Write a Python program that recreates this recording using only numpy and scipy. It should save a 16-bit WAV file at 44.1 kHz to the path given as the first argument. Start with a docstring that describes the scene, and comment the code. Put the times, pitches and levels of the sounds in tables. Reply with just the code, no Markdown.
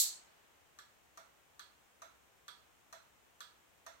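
"""Flasher relay on a wooden dresser.

A relay in a metal can switches two signal lamps, a little slower as it goes. Its contact closes with a
bright tick and opens with a hollower tock; both ring the same can, and a low room tone follows each
tock. At the start the small room still rings from one sharp, loud snap; a quiet hiss lies under it all."""
import sys
import numpy as np
from scipy import signal
from scipy.fft import rfft, irfft
from scipy.io import wavfile
from scipy.ndimage import uniform_filter1d

SR = 44100
rng = np.random.default_rng(int(sys.argv[2]) if len(sys.argv) > 2 else 0)


def materialize(psi):
    """Save the field psi as 16-bit PCM at rate SR to the path in sys.argv[1].

    A 1-D psi becomes a single channel; in a 2-D psi each row is a channel.
    """
    bounded = np.clip(np.atleast_2d(psi).T, -1, 1)
    quanta = np.round(bounded * 32767).astype(np.int16)
    wavfile.write(sys.argv[1], SR, quanta)


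N = 176400
TIME_S, FREQ_HZ = np.arange(N) / SR, np.arange(N // 2 + 1) * SR / N

# Contact closes, lamps on. Each row: start in seconds, level in dB, tilt in dB per octave,
# extra metallic ring in dB, left minus right in dB.
TICKS = [(.7868, -3.5, -1.1, -5, 6), (1.5932, -1.5, -0.6, 0, 3.5), (2.4801, -0.85, -0.95, 1, 2),
         (3.4043, 0, -0.3, -0.5, 2.5)]
# Contact opens, lamps off. Same columns.
TOCKS = [(1.1731, -1.5, 0.7, -1.5, 1), (2.0181, -0.9, 0.1, -1, 0), (2.9259, 0.2, 0.8, 0.5, 0.5),
         (3.8633, 1, 0.5, -0.5, -1)]
RELAY_DB = 1.5
BOUNCE_MEAN_S, BOUNCE_MEAN_GAIN, BOUNCE_HIGHPASS_HZ = 0.000853, 0.47, 3020
METALLIC_HZ, METALLIC_WIDTH_HZ = 3600, 580

def relay(blows, response):
    """Each blow of the contact rings the can, then bounces once, in the treble only."""
    f, force = FREQ_HZ, 0
    octaves = np.log2(np.maximum(f, 500) / 2000)
    metallic = np.exp(-((f - METALLIC_HZ) / METALLIC_WIDTH_HZ) ** 2)
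    for start_s, level_db, tilt_db, ring_db, pan_db in blows:
        lag, size = 0.5 + rng.random(2)
        bounce_gain = BOUNCE_MEAN_GAIN * size * f / (f + BOUNCE_HIGHPASS_HZ)
        bounce = bounce_gain * np.exp(-2j * np.pi * f * BOUNCE_MEAN_S * lag)
        strength = undb(RELAY_DB + level_db + tilt_db * octaves + ring_db * metallic)
        blow = strength * np.exp(-2j * np.pi * f * start_s)
        force = force + stereo(pan_db) * blow * (1 + bounce)
    return signal.fftconvolve(irfft(force, N), response, axes=1)[:, :N]


# Ringing tones of the can, plus a low room tone (657.5 Hz) that swells after each tock.
# Each row: frequency in Hz, width in Hz, closing level in dB, opening level in dB,
# room send in dB, left minus right in dB.
CLICK_RESONANCES = [(593, 32, -22.5, -10.5, 5.5, -8), (657.5, 13.8, -22, -1.5, 7.5, -11.5),
                    (963, 31, -9, -4, -6.5, -10), (1181, 66, -2, -1, -4, -3.5),
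                    (1376, 71, -4.5, -2, -0.5, -7), (1448, 132, -4, -9.5, -4.5, -15),
                    (1694, 23, -0.5, -10.5, -2, -9), (1840, 31, -10.5, -10.5, -8.5, -18.5),
                    (2000, 254, -22, -22.5, 4.5, -6.5), (3397, 144, -10.5, -24.5, 7, -12.5),
                    (4100, 272, -10, -22.5, 4, -12.5), (4200, 170, -15.5, -22, 2.5, -10),
                    (5470, 220, -21, -24.5, 4, -10), (6150, 410, -14, -15, -1.5, 6),
                    (7400, 770, -18, -22.5, 1.5, 3), (9430, 730, -36, -31.5, -4, 18.5),
                    (13450, 360, -27, -37, 6, -8)]
CRACK_DB, CRACK_PAN_DB, CRACK_HIGHPASS_HZ = -42.5, -2.5, 2580

def click_response(closing):
    """One blow: the contact cracks, the can and one low room mode ring."""
    s = 1j * FREQ_HZ
    near, tail = room()
    highpass = (s / (s + CRACK_HIGHPASS_HZ)) ** 2
    spectrum = undb(CRACK_DB) * stereo(CRACK_PAN_DB) * highpass * (near + tail)
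    for k, (hz, width_hz, closing_db, opening_db, send_db, pan_db) in enumerate(CLICK_RESONANCES):
        resonance = 1j ** k * s * width_hz / (s * s + s * width_hz + hz * hz)
        gain = undb(closing_db if closing else opening_db) * stereo(pan_db)
        spectrum = spectrum + gain * resonance * (near + undb(send_db) * tail)
    return irfft(spectrum, N)[:, :SR]


# Each row: frequency in Hz, left level in dB, right level in dB.
SNAP_SPECTRUM = [(300, -45, -44), (1000, -55, -34), (2840, -30, -18.5), (3800, -18, -4.5), (4290, -16, 2.5),
                 (4940, -14, -7), (6240, -3, -7.5), (7400, -1.5, -1), (8220, 2.5, -7), (8980, -20, -6.5),
                 (10210, 1.5, -8), (10970, -37, -9.5), (13320, -10.5, 2), (14600, -25, -10.5),
                 (16300, -32.5, -7)]
SNAP_DB = -16

def snap():
    """The bright ring that a sharp snap has left in the room."""
    colour_db = np.array([curve(FREQ_HZ, SNAP_SPECTRUM, column) for column in (1, 2)])
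    ring = rfft(room_tail(t60_scale=0.88))
    return irfft(ring * undb(SNAP_DB + colour_db), N) * (TIME_S < 1)


# Each row: delay in seconds, fade in seconds, relative left and right levels in dB.
NEAR_PATHS = [(.0005, 0.0026, 2, -4), (.0055, 0.0048, -10, -7.5), (0.0217, .003, -16, -15.5)]
TAIL_DB, TAIL_BUILD_S = -14.5, 0.0048

def room():
    """Spectra of the near paths and the diffuse tail, equalised so that their sum is even."""
    t, near = TIME_S, 0
    tail = undb(TAIL_DB) * room_tail(t60_scale=0.89) * (1 - np.exp(-t / TAIL_BUILD_S))
    for delay_s, fade_s, left_db, right_db in NEAR_PATHS:
        envelope = (t >= delay_s) * np.exp(-abs(t - delay_s) / fade_s)
        near = near + undb([[left_db], [right_db]]) * rng.standard_normal((2, N)) * envelope
    colour = np.sqrt(uniform_filter1d(abs(rfft(near + tail)) ** 2, size=400, axis=1))
    return [rfft(irfft(rfft(part) / colour, N) * (t < 1)) for part in (near, tail)]


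# Each row: frequency in Hz, 60 dB decay time in seconds before t60_scale.
ROOM_DECAY = [(500, 0.24), (1500, 0.57), (4000, 0.4), (8000, 0.38), (10500, 0.28), (14000, 0.24)]

def room_tail(t60_scale):
    """Diffuse stereo ring of the room; the mids last longest."""
    noise, tail = rfft(rng.standard_normal((2, N))), 0
    edges_hz = [0, 800, 2000, 3200, 5000, 7000, 9000, 11500, 17000]
    for lo, hi in zip(edges_hz, edges_hz[1:]):
        t60_s = t60_scale * curve((lo + hi) / 2, ROOM_DECAY)
        band = irfft(noise * (FREQ_HZ >= lo) * (FREQ_HZ < hi), N)
        tail = tail + band * undb(-60 * TIME_S / t60_s)
    return tail


# Each row: frequency in Hz, relative level in dB.
RUSH_SPECTRUM = [(100, -47), (350, -5), (900, 0.5), (2000, -3.5), (4500, -10.5), (12000, -27)]
RUSH_START_DB, RUSH_FADE_S = -62, 0.33

def rush():
    """A soft rush of noise that fades in the first second."""
    noise = irfft(rfft(rng.standard_normal((2, N))) * undb(curve(FREQ_HZ, RUSH_SPECTRUM)), N)
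    return set_rms(noise, RUSH_START_DB) * np.exp(-TIME_S / RUSH_FADE_S)


# Each row: frequency in Hz, relative level in dB.
HISS_SPECTRUM = [(20, -18), (42, -16), (64, -1), (105, -7.5), (200, -9.5), (400, -8), (800, -6.5),
                 (1500, -9.5), (3000, -12.5), (4700, -21), (6900, -16.5), (8800, -19.5), (11000, -26),
                 (13500, -20), (15800, -22.5)]
# Each row: frequency in Hz, left minus right in dB.
HISS_BALANCE = [(60, 5), (250, 3), (700, 3.5), (2000, .3), (15000, -0.9)]
HISS_DB, HISS_COMMON_SHARE = -68, 0.067

def hiss():
    """Steady room and microphone hiss, mostly independent left and right."""
    separate = np.sqrt(1 - HISS_COMMON_SHARE) * rng.standard_normal((2, N))
    common = np.sqrt(HISS_COMMON_SHARE) * rng.standard_normal(N)
    colour = undb(curve(FREQ_HZ, HISS_SPECTRUM)) * stereo(curve(FREQ_HZ, HISS_BALANCE))
    return set_rms(irfft(rfft(separate + common) * colour, N), HISS_DB)


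def undb(db):
    return 10 ** (np.asarray(db) / 20)


def curve(hz, table, column=1):
    """One table column, interpolated over log frequency."""
    table = np.array(table, float)
    return np.interp(np.log(hz + 1e-9), np.log(table[:, 0]), table[:, column])


def set_rms(x, db):
    return x * undb(db) / np.sqrt(np.mean(x ** 2))


def stereo(pan_db):
    """Left and right gains for a level difference."""
    return undb(np.array([[1], [-1]]) * pan_db / 2)


def scene():
    """Tick and tock of the relay, after the snap, over the hiss."""
    ticks = relay(TICKS, click_response(closing=True))
    tocks = relay(TOCKS, click_response(closing=False))
    return ticks + tocks + snap() + hiss() + rush()


def record(dry, cutoff_hz=15850):
    """Steep low-pass."""
    return signal.sosfilt(signal.ellip(12, .1, 80, cutoff_hz, fs=SR, output="sos"), dry)


dry = scene()
out = record(dry)
materialize(out)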